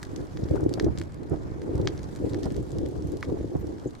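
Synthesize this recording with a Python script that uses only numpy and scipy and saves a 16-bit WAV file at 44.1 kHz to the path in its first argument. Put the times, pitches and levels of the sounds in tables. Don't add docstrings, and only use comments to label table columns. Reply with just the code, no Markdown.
import sys
import numpy as np
from scipy import signal
from scipy.fft import rfft, irfft
from scipy.io import wavfile
from scipy.ndimage import uniform_filter1d

SR = 44100
rng = np.random.default_rng(int(sys.argv[2]) if len(sys.argv) > 2 else 0)


def wav_record(signal):
    frames = np.transpose(np.atleast_2d(signal))
    bounded = np.clip(frames, -1, 1)
    quanta = np.round(bounded * 32767).astype(np.int16)
    wavfile.write(sys.argv[1], SR, quanta)


N = 176400

# (f/Hz, level/dB)
BODY_TONE = [(300, -36), (700, -4.5), (1050, -2.5), (1350, -2), (1800, 0.5), (2200, -1), (2700, -12.5),
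             (5000, -39)]
BITE_TONE = [(1500, -31), (2600, -6.5), (3300, -1), (4000, 1), (4900, 1), (6500, -4.5), (8000, -23),
             (12000, -74)]
TICK_TONE = [(4000, -11), (7500, 4), (9500, -4), (11500, -6), (13000, -14), (15500, -20)]
def snap(body_db, bite_db, tick_db, ring_hz, size=512):
    break_s, splinter_s, splinter_db = 0.0004, 0.0022, -0.5
    ring_db, ring_octaves, stereo_width = 7, 0.16, 0.71
    t, f = np.arange(size) / SR, np.fft.rfftfreq(size, 1 / SR)
    parts = [(body_db, BODY_TONE), (bite_db, BITE_TONE), (tick_db, TICK_TONE)]
    power = sum((amp(db) * unit(amp(at_pitch(tone, f)))) ** 2 for db, tone in parts)
    octaves_away = np.log2((f + 1) / ring_hz)
    power *= amp(ring_db * np.exp(-(octaves_away / ring_octaves) ** 2)) ** 2
    fade = np.hypot(unit(np.exp(-t / break_s)), amp(splinter_db) * unit(np.exp(-t / splinter_s)))
    hiss = rng.standard_normal((3, size))
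    tear = (hiss[2] + stereo_width * hiss[:2]) * fade
    tear_power = uniform_filter1d((abs(rfft(tear)) ** 2).mean(0), size=5)
    wood = ringing(10 * np.log10(power / tear_power))
    sound = signal.fftconvolve(tear, wood[None], axes=1)
    energy = power.mean() * SR / 1000
    return sound * np.sqrt(energy / np.sum(sound ** 2, axis=1, keepdims=True))


# (t/s, body level/dB, bite level/dB, tick level/dB, ring f/Hz)
WOOD_SNAPS = [(0.0297, -35, -36.5, -40, 1700), (0.051, -51.0, -43.5, -49.5, 1890),
              (0.1615, -48, -39, -47, 6260), (0.372, -39.5, -45, -63.0, 3400),
              (0.5591, -49, -48.5, -50, 1100), (0.6073, -66, -64, -48, 1880),
              (0.6932, -50, -44.5, -45.5, 1400), (0.7285, -64.5, -49, -52.5, 4750),
              (0.7389, -54.0, -33, -38.5, 4700), (0.798, -28.0, -29, -45, 1760),
              (0.824, -67, -50, -54, 12000), (0.8452, -46, -40.5, -47.0, 6060),
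              (0.9755, -41.5, -38, -70.0, 7740), (0.9856, -43, -38, -41.5, 7300),
              (0.998, -44, -46, -48, 4310), (1.0151, -34, -41.5, -46.0, 3040),
              (1.1212, -64.0, -55, -59.5, 7740), (1.144, -57, -53, -52, 1795),
              (1.2972, -70, -69, -53, 9870), (1.6183, -44.5, -46.5, -60.0, 8530),
              (1.7548, -61.0, -54, -48.5, 5240), (1.8145, -59.0, -46.5, -53, 3720),
              (1.8738, -24, -24, -65, 3220), (1.9774, -48.5, -45.5, -55, 6060),
              (2.0315, -54.5, -47, -50.5, 6680), (2.1609, -45.5, -49, -46, 4100),
              (2.334, -48, -45, -68.0, 4050), (2.3454, -38.5, -41.5, -53.0, 1710),
              (2.4325, -47, -37.5, -47, 1710), (2.5218, -64, -51, -50.5, 8960),
              (2.5655, -53, -45, -47, 2180), (2.6285, -64, -65, -52, 1400),
              (2.7182, -68.5, -48.5, -50, 6900), (2.7851, -57, -43.5, -48, 5300),
              (2.861, -46.5, -46.0, -50, 3380), (2.8872, -60.5, -57.5, -51.5, 12100),
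              (3.0722, -69.0, -66, -51, 12000), (3.1201, -55.5, -52, -48, 12000),
              (3.1703, -62, -46, -48.5, 1100), (3.2277, -24.5, -39, -59, 1170)]
def burning_wood():
    out = np.zeros((2, N))
    for s, body_db, bite_db, tick_db, ring_hz in WOOD_SNAPS:
        add(out, s, snap(body_db, bite_db, tick_db, ring_hz))
    return out


def small_snap(ring_hz, tilt_db=0):
    return snap(body_db=-4.5 - tilt_db, bite_db=0, tick_db=-7.5 + tilt_db, ring_hz=ring_hz)


# (t/s, length/s, top bite level/dB, ring f/Hz)
EMBER_RATTLES = [(0.432, .012, -51, 5500), (1.299, 0.14, -62, 7000), (1.879, .008, -41, 4540),
                 (2.432, .028, -48.5, 5200), (3.235, 0.016, -47.5, 2200)]
def embers(bits_per_s=450):
    out = np.zeros((2, N))
    for s, length_s, db, hz in EMBER_RATTLES:
        for offset in np.arange(0, length_s, 1 / bits_per_s):
            start = s + offset + rng.random() / bits_per_s
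            add(out, start, amp(db) * rng.random() * small_snap(hz))
    return out


# (t/s, level change/dB)
FIRE_STRENGTH = [(0, 3), (.5, 4), (1.0, 1), (1.2, -2.5), (1.55, -0.5), (1.8, 2), (2.2, 5.5), (2.4, 7),
                 (2.8, 3), (3.3, 3), (3.7, 1.5), (4, 2)]
def crackle(snaps_per_s=150, base_db=-71.5, spread_db=4.5, twig_hz=5850):
    out = np.zeros((2, N))
    for when, big, bright, side, pitch in rng.random((int(snaps_per_s * N / SR), 5)):
        s = when * N / SR
        db = base_db + at_time(FIRE_STRENGTH, s) + spread_db * min(-np.log(1 - big), 4.0)
        side_db = 2.7 * (side - .5) * np.array([[1], [-1]])
        twig = small_snap(twig_hz * 2 ** (2 * pitch - 1), tilt_db=18.5 * (bright - .5))
        add(out, s, amp(db + side_db) * twig)
    return out


def ground_echoes(sound, rubble_db=-13.5, fade_s=0.11, bounce_s=0.0027, bounce_db=-25):
    t = np.arange(SR // 4) / SR
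    rubble = rng.standard_normal((2, len(t))) * (rng.random((2, len(t))) < .1)
    rubble *= amp(-60 * t / fade_s) * (t > .002)
    rubble /= np.linalg.norm(rubble[0])
    echoes = amp(rubble_db) * signal.fftconvolve(sound, rubble, axes=1)[:, :N]
    add(echoes, bounce_s, amp(bounce_db) * sound)
    return echoes


# (t/s, rumble level/dB, flutter level/dB)
GUSTS = [(0.0, -44, -49), (0.2, -34, -34), (0.29, -41, -46), (0.4, -33.5, -37), (0.5, -31, -38),
         (0.54, -29, -25), (0.58, -32.5, -31), (0.65, -28.5, -30), (0.74, -38, -32), (0.82, -31.5, -33),
         (0.875, -22.5, -24.5), (0.9, -25.5, -35), (0.95, -34, -41), (1.01, -33.5, -35), (1.12, -38, -51.5),
         (1.22, -39.5, -35), (1.29, -40, -43.5), (1.33, -23, -28.5), (1.38, -35, -39), (1.5, -34, -41),
         (1.62, -35.5, -37), (1.69, -39, -30.5), (1.8, -26, -29.5), (1.88, -31, -31), (1.97, -35, -41),
         (2.19, -37, -40.5), (2.25, -33.5, -24), (2.3, -34, -35), (2.35, -33, -26), (2.41, -36.5, -33),
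         (2.47, -26, -32), (2.54, -35, -37), (2.58, -27.5, -31.5), (2.68, -38, -40), (2.77, -29, -30.5),
         (2.86, -34, -29), (2.93, -40.5, -37), (2.98, -32.5, -34.5), (3.09, -36, -40), (3.13, -35, -30),
         (3.22, -38.5, -43.5), (3.32, -34, -28), (3.39, -36, -36), (3.48, -34.5, -41), (3.52, -46, -32.5),
         (3.56, -28.5, -41), (3.7, -38, -33), (3.8, -43.5, -43.5), (3.87, -35, -37), (3.92, -45, -43),
         (4.0, -54, -52.5)]
# (t/s, half length/s, level/dB, left over right/dB)
GUST_RASPS = [(0.562, 0.008, -31, 11.5), (0.604, 0.0076, -33.5, 8), (0.78, 0.0069, -33.5, 9.5),
              (0.879, 0.01, -32, -3.5), (1.329, 0.015, -34, -7.5), (1.793, 0.019, -38.5, -7),
              (2.462, 0.0098, -33, -11), (2.958, 0.0039, -35.5, 11), (3.296, 0.0091, -38.5, -9),
              (3.367, 0.011, -37, -6), (3.554, 0.0077, -34.5, -6)]
# (f/Hz, level/dB)
RUMBLE_TONE = [(15, -21), (32, -21), (45, -9.5), (62, -1), (105, -0.5), (150, -4), (200, -9.5), (300, -23),
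               (600, -25), (1500, -99)]
FLUTTER_TONE = [(80, -36.5), (170, -20.5), (240, -8), (310, 2.5), (380, -3), (490, -8.5), (620, -20.5),
                (800, -27), (1200, -47), (2500, -89)]
RUSH_TONE = [(300, -5), (650, -5.5), (1000, -17), (1500, -26.5), (2200, -39), (5000, -61)]
def wind(swirl_db=6, swirl_hz=70, octaves_per_db=.008, strong_gust_db=-26):
    t = np.arange(N) / SR
    rumble_db, flutter_db = at_time(GUSTS, t, column=1), at_time(GUSTS, t, column=2)
    churn = noise([(5, -30), (20, 0), (swirl_hz, 0), (3 * swirl_hz, -40), (2000, -90)], likeness=0.91)
    swirls = unit(amp(swirl_db * np.tanh(churn / 2)))
    rumble = amp(rumble_db + [[-2], [0]]) * noise(RUMBLE_TONE, likeness=0.08)
    usual_db = np.average(flutter_db, weights=amp(flutter_db) ** 2)
    position = np.cumsum(2 ** (octaves_per_db * (flutter_db - usual_db))) % N
    hollow = np.array([np.interp(position, np.arange(N), port) for port in noise(FLUTTER_TONE)])
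    flutter = amp(flutter_db + 0.5) * hollow
    rush_gain = amp(-51 + 0.7 * (flutter_db - strong_gust_db))
    for s, half_s, db, balance_db in GUST_RASPS:
        rasp = amp(db + balance_db * np.array([[.5], [-.5]])) * bump(t, s, half_s)
        rush_gain = np.hypot(rush_gain, rasp)
    return swirls * (rumble + flutter + rush_gain * noise(RUSH_TONE))


# (t/s, level/dB, left over right/dB, rumble over flutter/dB)
WIND_THUMPS = [(0.433, -39.5, -2, 25), (0.512, -24, -1, 3), (0.545, -35, 12, -7), (.631, -29, 2, 0),
               (.663, -25.5, 2, -11.5), (0.715, -36.5, -10, -9), (.811, -35.5, -2, -16),
               (.843, -30.5, 1, -14), (.872, -37, -9, -6), (1.319, -31, -5, -1.5), (1.329, -44, -6, -18),
               (1.693, -36, -10, 0), (1.753, -32.5, 1, 15.5), (1.798, -34, -8, 4), (2.245, -36.5, 3, 12),
               (2.458, -38, 17, 4), (2.582, -34, -10, -3), (3.051, -34.5, -1, 8), (3.285, -36.5, 6, 6),
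               (3.324, -35, 12.5, -10), (3.41, -33.5, 0, 3), (3.445, -34.5, 3, -6), (3.553, -28.5, 0, -3.5),
               (3.859, -33.5, 2.5, -9), (3.867, -37, 5, -5)]
def thumps(boost_db=4, length_s=0.02, soft_hz=670, port_lag_s=.0016):
    out, f = np.zeros((2, N)), np.fft.rfftfreq(4096, 1 / SR)
    treble_cut_db = 10 * np.log10(1 + np.minimum(f / soft_hz, 10) ** 4)
    deep = ringing(at_pitch(RUMBLE_TONE, f))
    hollow = ringing(at_pitch(FLUTTER_TONE, f) - treble_cut_db)
    for s, db, balance_db, depth_db in WIND_THUMPS:
        kick = amp(depth_db / 2) * deep + amp(-depth_db / 2) * hollow
        kick *= amp(db + boost_db) * np.sqrt(length_s * SR / 2)
        lag = port_lag_s * rng.uniform(-1.036, 1)
        add(out, s - port_lag_s + lag / 2, np.outer([amp(balance_db / 2), 0], kick))
        add(out, s - port_lag_s - lag / 2, np.outer([0, amp(-balance_db / 2)], kick))
    return out


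# (t/s, half length/s, f/Hz, level/dB)
SAP_SQUEAKS = [(0.577, 0.0026, 1470, -45.5), (3.603, 0.011, 13700, -65), (3.879, 0.0057, 6940, -54)]
def squeaks(width_share=0.079):
    t, f = np.arange(N) / SR, np.fft.rfftfreq(N, 1 / SR)
    hiss = rfft(noise([(1000, 0), (16000, 0)], likeness=0.57))
    out = np.zeros((2, N))
    for s, half_s, hz, db in SAP_SQUEAKS:
        band = unit(irfft(hiss * bump(f, hz, width_share * hz), N))
        out += amp(db) * bump(t, s, half_s) * band
    return out


# (f/Hz, level/dB)
BACKGROUND_TONE = [(30, 16.5), (100, 17.5), (300, 8.5), (500, 7), (800, 5), (1200, 2.5), (1800, -4),
                   (2700, -14), (5000, -15), (7000, -16.5), (9500, -22), (11500, -24.5), (12500, -29),
                   (16000, -32)]
# (f/Hz, likeness)
EAR_LIKENESS = [(50, -0.04), (500, 0.44), (800, 0.34), (1300, -0.66), (2200, 0.22), (5000, 0.07),
                (8000, -0.067), (16000, -0.22)]
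# (t/s, level change/dB)
ROAR_SWELL = [(0, 0.5), (.5, 1), (1.1, 1), (1.6, 3), (2.4, -2.5), (4, -1.5)]
def sizzle_and_roar(level_db=-47, patch_db=1.66, flicker_db=2.16, hop=128):
    t, hz = np.arange(N // hop + 5) * hop / SR, np.fft.rfftfreq(4 * hop, 1 / SR)
    draws = rng.standard_normal((5, len(t), len(hz)))
    left, unrelated = draws[0] + 1j * draws[1], draws[2] + 1j * draws[3]
    likeness = at_pitch(EAR_LIKENESS, hz)
    right = likeness * left + np.sqrt(1 - likeness ** 2) * unrelated
    patches = unit(uniform_filter1d(uniform_filter1d(draws[4], size=12, axis=0), size=9, axis=1))
    flicker = unit(uniform_filter1d(rng.standard_normal(len(t)), size=3))
    sizzle_db = (at_time(FIRE_STRENGTH, t) + flicker_db * flicker)[:, None] * hz / (hz + 1500)
    roar_db = at_time(ROAR_SWELL, t)[:, None] * (hz < 2500)
    gain = amp(at_pitch(BACKGROUND_TONE, hz) + patch_db * patches + sizzle_db + roar_db)
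    grid = np.array([left, right]) * gain
    _, sound = signal.istft(grid.transpose(0, 2, 1), nperseg=4 * hop, noverlap=3 * hop)
    return amp(level_db) * unit(sound[:, :N])


def amp(db):
    return 10 ** (np.asarray(db) / 20)


def unit(x):
    return x / np.sqrt(np.mean(x ** 2) + 1e-20)


def bump(x, centre, half_width):
    return np.exp(-((x - centre) / half_width) ** 2 / 2)


def at_pitch(table, hz):
    f, value = np.transpose(table)
    return np.interp(np.log(hz + 1), np.log(f + 1), value)


def at_time(table, t, column=1):
    columns = np.transpose(table)
    return np.interp(t, columns[0], columns[column])


def add(mix, s, sound):
    part = mix[:, max(round(s * SR), 0):][:, :sound.shape[1]]
    part += sound[:, :part.shape[1]]


def ringing(db, size=2048):
    cepstrum = irfft(np.log(amp(db)))
    cepstrum[1:len(db) - 1] *= 2
    cepstrum[len(db):] = 0
    response = irfft(np.exp(rfft(cepstrum)))[:size]
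    return response / np.linalg.norm(response)


def noise(tone, likeness=0):
    white = rng.standard_normal((3, N))
    pair = np.sqrt(likeness) * white[2] + np.sqrt(1 - likeness) * white[:2]
    gain = amp(at_pitch(tone, np.fft.rfftfreq(N, 1 / SR)))
    return unit(irfft(rfft(pair) * gain, N))


def scene():
    background = sizzle_and_roar()
    air = wind() + thumps()
    fire = burning_wood() + embers() + crackle()
    return fire + ground_echoes(fire) + air + squeaks() + background


def record(dry):
    top_hz = 15900
    lowpass = signal.firwin(511, top_hz, window=("kaiser", 9), fs=SR)
    return signal.oaconvolve(dry, lowpass[None], "same")


dry = scene()
out = record(dry)
wav_record(out)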